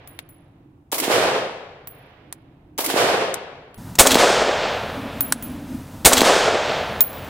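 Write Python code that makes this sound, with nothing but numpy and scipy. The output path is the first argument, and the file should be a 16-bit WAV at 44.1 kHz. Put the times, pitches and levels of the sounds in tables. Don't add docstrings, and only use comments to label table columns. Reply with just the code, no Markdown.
import sys
import numpy as np
from scipy import signal
from scipy.fft import rfft, irfft, next_fast_len
from scipy.io import wavfile
from scipy.ndimage import uniform_filter1d

SR = 44100
rng = np.random.default_rng(int(sys.argv[2]) if len(sys.argv) > 2 else 0)


def voltage_ratio(decibels):
    exponent = np.asarray(decibels, float) / 20
    return 10 ** exponent


def wav_record(signal):
    frames = np.transpose(np.atleast_2d(signal))
    bounded = np.clip(frames, -1, 1)
    quanta = np.round(bounded * 32767).astype(np.int16)
    wavfile.write(sys.argv[1], SR, quanta)


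N = 321489
CUT_S = 3.777

# (frequency [Hz], relative level [dB])
CLOSE_BRIGHT = [(880, 3), (1500, -2.5), (1830, 1), (2830, -0.5), (4000, 0.5), (4690, -3), (7540, -0.5),
                (10600, -7.5), (16000, -6)]
# (centre [Hz], width [Hz])
CLOSE_DRONE = (254, 62)


def evened(x):
    return x / np.sqrt(np.mean(x ** 2) + 1e-20)


def read(points, hz):
    f, value = np.transpose(points)
    return np.interp(np.log(hz + 1), np.log(f + 1), value)


def add(mix, start_s, sound):
    at = round(start_s * SR)
    part = mix[..., max(at, 0):][..., :max(sound.shape[-1] + min(at, 0), 0)]
    part += sound[..., max(-at, 0):][..., :part.shape[-1]]


def colour(x, points):
    hz = np.fft.rfftfreq(x.shape[-1], 1 / SR)
    return evened(irfft(rfft(x) * voltage_ratio(read(points, hz)), x.shape[-1]))


def band_noise(noise, band):
    centre_hz, width_hz = band
    edges_hz = [centre_hz - width_hz / 2, centre_hz + width_hz / 2]
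    return evened(signal.sosfilt(signal.butter(2, edges_hz, "band", fs=SR, output="sos"), noise))


def stereo(mid, side, wide):
    # (frequency [Hz], side minus mid [dB] at wide = 1)
    spread = [(60, -22.5), (150, -42), (380, -15), (950, -1.5), (2380, 1), (5980, 5.5), (15000, 1)]
    hz = np.fft.rfftfreq(len(side), 1 / SR)
    side = wide * irfft(rfft(side) * voltage_ratio(read(spread, hz)), len(side))
    return np.array([mid + side, mid - side])


def burst(t, hold_s, t60_s):
    return np.clip(t / 0.00039, 0, 1) * voltage_ratio(-60 * np.maximum(t - hold_s, 0) / t60_s)


def ringing(noise, hz, q=3., db=-5.):
    peak = signal.lfilter(*signal.iirpeak(hz, q, fs=SR), noise)
    return evened(noise + voltage_ratio(db) * evened(peak))


def echoes(t, rows, swell_db_per_s):
    s, thud_db, hiss_db, hold_s, fade_db_per_s = np.transpose(rows)[..., None]
    early_s, late_s = np.maximum(s - t, 0), np.maximum(t - s - hold_s, 0)
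    shape = voltage_ratio(-swell_db_per_s * early_s - fade_db_per_s * late_s)
    return [np.sqrt(((voltage_ratio(db) * shape) ** 2).sum(0)) for db in (thud_db, hiss_db)]


def swells(t, rows):
    s, db, fall_s = np.transpose(rows)[..., None]
    return np.sqrt((voltage_ratio(db - 10 * abs(t - s) / fall_s) ** 2).sum(0))


def blast(db, ms):
    ms = np.clip(ms, .12, .6)
    u = np.arange(400) / SR / (ms / 1000)
    band = signal.butter(2, [230, 400 / ms], "band", fs=SR, output="sos")
    wave = signal.sosfilt(band, (1 - u) * np.exp(-u))
    return voltage_ratio(db) * wave / abs(wave).max()


def tree_hiss(noise, hiss, t, lead_s, wide):
    # (frequency [Hz], wide camera's paths [dB/s], close camera's paths [dB/s])
    air_loss = [(2500, 0, 1), (3670, 6.5, 6.5), (5460, 18.5, 17), (8000, 35.5, 29.5), (11730, 54.5, 72),
                (16000, 88.5, 86)]
    hz, frame_s, z = signal.stft(colour(noise, hiss), SR, nperseg=512)
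    loss_db_per_s = read([(f, loss[0] if wide else loss[1]) for f, *loss in air_loss], hz)[:, None]
    path_s = np.clip(frame_s - lead_s, 0, 1)
    trees = signal.istft(z * voltage_ratio(-loss_db_per_s * path_s), SR, nperseg=512)[1][:, :len(t)]
    reference = signal.butter(4, [1500, 4000], "band", fs=SR, output="sos")
    return trees / signal.sosfilt(reference, trees[0, :SR // 4]).std()


def shot(hits, knocks, slaps, roll, swell_db_per_s, drones, thud, hiss, bright, drone, ground, wide):
    # (time after firing [s], L-R at wide = 1 [dB])
    pan = [(0, 0.5), (.15, -4.5), (.35, -1), (.55, 1), (.7, 3.5), (1.0, -1), (1.3, -7.5)]
    lead_s, same = .05, .93
    t = np.arange(ground.shape[1]) / SR - lead_s
    fresh = rng.standard_normal(ground.shape) * ground.std(1)[:, None]
    white = same * ground + np.sqrt(1 - same ** 2) * fresh

    banks = colour(white[:2], thud)
    trees = tree_hiss(white[2:4], hiss, t, lead_s, wide)
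    far = band_noise(white[4:6], drone)
    thud_level, hiss_level = echoes(t, roll, swell_db_per_s)
    both = thud_level * banks + hiss_level * trees + swells(t, drones) * far
    both *= np.clip(t / 0.0055, 0, 1)

    near = slice(0, 16384)
    clatter = colour(white[6:8, near], bright)
    knock = ringing(banks[:, ::-1][:, near], 1000, q=4.5, db=-1.5)
    for after_s, db, hold_s, t60_s, ring_hz in hits:
        both[:, near] += voltage_ratio(db) * burst(t[near] - after_s, hold_s, t60_s) * ringing(clatter, ring_hz)
    for after_s, db, hold_s, t60_s in knocks:
        both[:, near] += voltage_ratio(db) * burst(t[near] - after_s, hold_s, t60_s) * knock
    for after_s, db, ms in slaps:
        add(both, lead_s + after_s, blast(db, ms) * np.array([[1], [.3]]))

    pan_db = wide * np.interp(t, *np.transpose(pan)) * np.array([[.5], [-.5]])
    return stereo(*both, wide) * voltage_ratio(pan_db) * np.clip((t[-1] - t) / .1, 0, 1)


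def volley(times_s, *place, wide):
    size = 3 * 2 ** 15
    ground, out = rng.standard_normal((8, size)), np.zeros((2, N))
    ground[:2] *= rng.random(size) < 5000 / SR
    for s, later_s in zip(times_s, times_s[1:] + [N / SR]):
        sound = shot(*place, ground, wide)
        add(out, s - .05, sound[:, :round((later_s - s + .06) * SR)])
    return out


def wide_shots():
    times_s = [-1.139, .9218, 2.7832]
    # (time after firing [s], level [dB], hold [s], t60 [s], ring [Hz])
    hits = [(-.005, -28.5, .001, .027, 7000), (0, -28.5, .003, .067, 12500),
            (0.02, -24.5, .004, .22, 13000), (0.059, -24.5, .01, .05, 13000),
            (.078, -20, .0019, .05, 11000), (0.115, -27, .011, .13, 3500)]
    # (time after firing [s], level [dB], hold [s], t60 [s])
    knocks = [(0, -28.5, .003, .067), (.007, -22, 0.0015, 0.04), (.023, -30.5, .004, .22),
              (.054, -27, .012, .1), (.111, -33.5, .011, .13)]
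    # (time after firing [s], peak [dB], length [ms], limited in blast())
    slaps = [(.0075, -15, 0.55), (0.1577, -6.5, 0.83), (.179, -10, .43), (0.2004, -8, 0.29),
             (.238, -9, 0.49), (.261, -8.5, .41), (.331, -8.5, 0.34), (.5, -19.5, 0.24)]
    # (time after firing [s], thud [dB], hiss [dB], hold [s], fade [dB/s])
    roll = [(.001, -41, -29, 0.006, 351.5), (.11, -28, -29.5, .02, 130.5), (0.194, -14, -22, .05, 52),
            (0.305, -17.5, -27.5, 0.066, 114), (.43, -21.5, -28.5, .005, 97), (0.999, -54.5, -57, 0.18, 31)]
    # (peak time after firing [s], level [dB], time to fall 10 dB either way [s])
    drones = [(.11, -30, 0.07), (.3, -33.5, 0.09), (.43, -34, 0.08), (1.4, -53, .2), (1.8, -54.5, .25)]
    # (frequency [Hz], relative level [dB])
    thud = [(35, -60), (60, -28), (155, -13.5), (226, -13.5), (281, -15.5), (422, 0), (674, -2.5),
            (965, -10), (1470, -15), (1770, -16), (2500, -26.5), (3250, -42), (5500, -120)]
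    hiss = [(410, -25), (700, -1), (819, -8.5), (1680, -9.5), (2960, -10), (6480, -15), (7010, -14),
            (9860, -12), (16000, -12.5)]
    bright = [(880, -36.5), (1500, -12), (2080, -2), (2460, -4.5), (2830, -3.5), (7030, -7), (11100, -6),
              (14900, -8.5), (16000, -10)]
    # (centre [Hz], width [Hz])
    drone = (309, 79)
    # (time [s], peak [dB], length [ms])
    side_slap = (2.902, -7, 0.22)
    out = volley(times_s, hits, knocks, slaps, roll, 420, drones, thud, hiss, bright, drone, wide=0.75)
    add(out, side_slap[0], blast(*side_slap[1:]) * np.array([[1.2], [.8]]))
    return out


def air(points, db, wide):
    drift_db = evened(uniform_filter1d(uniform_filter1d(rng.standard_normal(N), 4000), 4000))
    noise = colour(rng.standard_normal((2, next_fast_len(N))), points)
    return voltage_ratio(db + drift_db) * stereo(*noise, wide)[:, :N]


def wide_air():
    # (frequency [Hz], relative level [dB])
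    wind = [(12, -30.5), (20, -17), (97, -7.5), (142, -5), (207, -15.5), (234, -17), (283, -10), (395, -26),
            (848, -26.5), (6000, -74.5), (7800, -75), (13200, -84.5)]
    return air(wind, -51.5, 1.0) + voltage_ratio(-80) * rng.standard_normal((2, N))


def case():
    # (landing on its side [dB], landing on its end [dB], t60 [s])
    mode_rows = [(3, -6, 0.28), (-4, -4, 0.41), (-47, -18, 0.65), (-12, -54, .08), (-1, -45, 0.1),
                 (-16, 0, 0.17), (-13, -40, 0.2), (-42, 1, .2), (-8, 6.5, 0.24)]
    mode_hz = [10760, 10812, 13600, 14090, 14285, 14880, 15120, 15205, 15305]
    # (time [s], stone click [dB], click centre [Hz], lowest mode pair [dB], upper modes [dB])
    bounces = [(.0742, -39, 13600, -50.5, -39), (.1898, -26, 2760, -64, -70), (.29, -55, 9000, -53, -46),
               (1.8726, -32.5, 13200, -46.5, -40), (2.3256, -26, 9300, -70, -73),
               (3.3414, -16, 8900, -77, -62), (3.7434, -41, 1710, -55.5, -54),
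               (5.2076, -17, 13000, -29, -10.5), (5.323, -3.5, 8950, -44, -45),
               (5.425, -31, 6860, -39, -24), (7.007, -12, 6500, -38, -9.5), (7.031, -47, 6000, -26, -30),
               (7.039, -45, 6500, -32, -24), (7.13, -42, 7000, -55, -39), (7.164, -53.5, 9000, -48, -40),
               (7.245, -48.5, 8800, -58, -51)]
    # (first contact [s], share landing on its end [0-1], L-R [dB])
    cases = [(.0742, .1, 3), (1.8724, .9, -2), (3.3416, .2, 6), (5.2082, .05, 0), (7.0074, .97, 0)]
    # (flutter rate [Hz], depth [0-1])
    tumble = (28, .6)
    # (frequency [Hz], relative level [dB])
    stone = [(290, -47), (500, -6), (1720, 3), (2610, -6.5), (3980, -3), (5550, -9), (7000, -7),
             (13600, -7), (16000, -10)]
    out, t = np.zeros((2, N)), np.arange(16384) / SR
    side_db, end_db, t60_s = np.transpose(mode_rows)[..., None]
    modes = voltage_ratio(-60 * t / t60_s) * np.sin(2 * np.pi * np.outer(mode_hz, t))
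    for bounce, later in zip(bounces, bounces[1:] + bounces[:1]):
        s, click_db, click_hz, low_db, high_db = bounce
        end, pan_db = [row[1:] for row in cases if row[0] - .01 < s][-1]
        struck = ((1 - end) * voltage_ratio(side_db) + end * voltage_ratio(end_db)) * modes
        turn = tumble[0] * t + rng.random((len(mode_rows), 1))
        struck *= 1 + tumble[1] * np.sin(2 * np.pi * turn)
        ring = voltage_ratio(low_db) * struck[:2].sum(0) + voltage_ratio(high_db) * struck[2:].sum(0)
        gap_s = (later[0] - s) % (N / SR)
        ring *= np.clip((gap_s - t) / .003 + 1, 0, 1) * np.clip((t[-1] - t) / .05, 0, 1)
        click = ringing(colour(rng.standard_normal((2, len(t))), stone), click_hz, q=2.5, db=-3.)
        click = click * (burst(t, 0.00033, 0.011) + voltage_ratio(-17.5) * burst(t, 0.0039, 0.057))
        sound = ring + voltage_ratio(click_db) * stereo(click[0], 0.75 * click[1], s < CUT_S)
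        add(out, s, sound * voltage_ratio(np.array([[.5], [-.5]]) * pan_db))
    return out


def close_air():
    # (frequency [Hz], relative level [dB])
    wind = [(12, -46), (20, -13), (93, -1), (172, -3), (301, -6.5), (347, -16), (399, -19.5), (1000, -20),
            (1090, -27), (1190, -22), (2320, -33), (16000, -36.5)]
    return air(wind, -36.5, 0)


def trigger_tick():
    # (time [s], level [dB], hold [s], t60 [s], ring [Hz])
    tick_row = (3.9534, -27, .003, .025, 6900)
    s, db, hold_s, t60_s, hz = tick_row
    tick = ringing(colour(rng.standard_normal(4096), CLOSE_BRIGHT), hz)
    return s, voltage_ratio(db) * tick * burst(np.arange(4096) / SR, hold_s, t60_s)


def close_shots():
    times_s = [3.9933, 6.0552]
    # (time after firing [s], level [dB], hold [s], t60 [s], ring [Hz])
    hits = [(-.008, -19, 0.0032, 0.039, 5000), (-.005, 0, 0.0011, 0.007, 6960), (0, 5.5, 0.008, 0.11, 9460),
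            (0.0685, -10, .002, 0.024, 6500), (0.0758, -1.5, 0.003, 0.036, 8000),
            (0.114, -9, 0.0016, 0.12, 3450), (.124, -9, .001, .043, 3300), (.151, -5, .001, 0.018, 3840),
            (.161, -9, .001, 0.04, 3530)]
    # (time after firing [s], level [dB], hold [s], t60 [s])
    knocks = [(0, -4, 0.0083, 0.083), (.015, -9, 0.00075, 0.066), (.056, -11, 0.02, 0.04),
              (.115, -13, .0025, .064), (.151, -14, 0.00092, 0.012)]
    # (time after firing [s], peak [dB], length [ms], limited in blast())
    slaps = [(0.0167, -2, 0.8), (.161, 3, 0.18), (0.1626, 5.5, 0.5), (.178, 0.5, 0.33), (0.224, -18, 0.84),
             (0.238, -6, 0.45), (.243, -3, 0.4), (0.25, -0.5, .4), (.31, -4, 0.44), (.497, -10, .4)]
    # (time after firing [s], thud [dB], hiss [dB], hold [s], fade [dB/s])
    roll = [(.03, -15, -22, .01, 60), (.08, -22, -22, 0.048, 150), (.2, -11.5, -16, 0.024, 30.24),
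            (.245, -14.5, -47, .005, 249), (.42, -14, -29, 0.01, 300), (.5, -20.5, -38, .005, 300),
            (.64, -24, -26.5, 0.028, 67.6), (1.08, -38, -41, .005, 20.4)]
    # (peak time after firing [s], level [dB], time to fall 10 dB either way [s])
    drones = [(.06, -23.5, .05), (.14, -16.5, 0.032), (.3, -51, .15), (.48, -29, .03), (.8, -46, .12),
              (1.16, -56, 0.086), (1.7, -64, .4)]
    # (frequency [Hz], relative level [dB])
    thud = [(35, -58), (60, -46), (151, -17), (329, -11), (442, 0.5), (660, 2), (790, -4), (980, -12),
            (1430, -7.5), (1690, -9.5), (2500, -21), (3250, -38), (5500, -120)]
    hiss = [(410, -17.5), (700, -12.5), (852, -3), (1080, -6), (1660, -12), (3410, -8), (3840, -8.5),
            (9480, -11), (16000, -16.5)]
    return volley(times_s, hits, knocks, slaps, roll, 350, drones, thud, hiss,
                  CLOSE_BRIGHT, CLOSE_DRONE, wide=0)


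def low_hum():
    start_s, length_s, fade_s, level_db, waver_rms_db = 4.9, 1.0, 0.097, -35.5, 4
    t = np.arange(N) / SR - start_s
    noise = band_noise(rng.standard_normal(N), CLOSE_DRONE)
    waver = evened(uniform_filter1d(uniform_filter1d(rng.standard_normal(N), 1500), 1500))
    fade = np.clip(np.minimum(t, length_s - t) / fade_s, 0, 1)
    return noise * voltage_ratio(level_db + waver_rms_db * waver) * fade


def scene():
    wide = wide_shots() + wide_air()
    close = close_shots() + close_air() + low_hum()
    add(close, *trigger_tick())
    return np.where(np.arange(N) < CUT_S * SR, wide, close) + case()


def gain_control(x, knee_db, share, fall_db_per_s):
    power_db = 10 * np.log10(abs(uniform_filter1d((x ** 2).mean(0), 600, origin=299)) + 1e-12)
    ramp_db = np.arange(N) * fall_db_per_s / SR
    held_db = np.maximum.accumulate(power_db + ramp_db) - ramp_db
    over_db = np.maximum(held_db - knee_db, 0)
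    return x / voltage_ratio(share * uniform_filter1d(over_db, 200, origin=99))


def low_pass(x):
    return signal.sosfilt(signal.butter(12, 16470, fs=SR, output="sos"), x)


def record(dry):
    wide = gain_control(dry, -41.5, share=0.13, fall_db_per_s=49.5)
    close = gain_control(dry, -27.5, share=0.23, fall_db_per_s=91.0)
    level = np.where(np.arange(N) < CUT_S * SR, wide, close)
    clipped = level / (1 + abs(level) ** 12) ** (1 / 12)
    limited = signal.oaconvolve(clipped, signal.firwin(255, 15900, fs=SR)[None], "same")
    return low_pass(limited)


dry = scene()
out = record(dry)
wav_record(out)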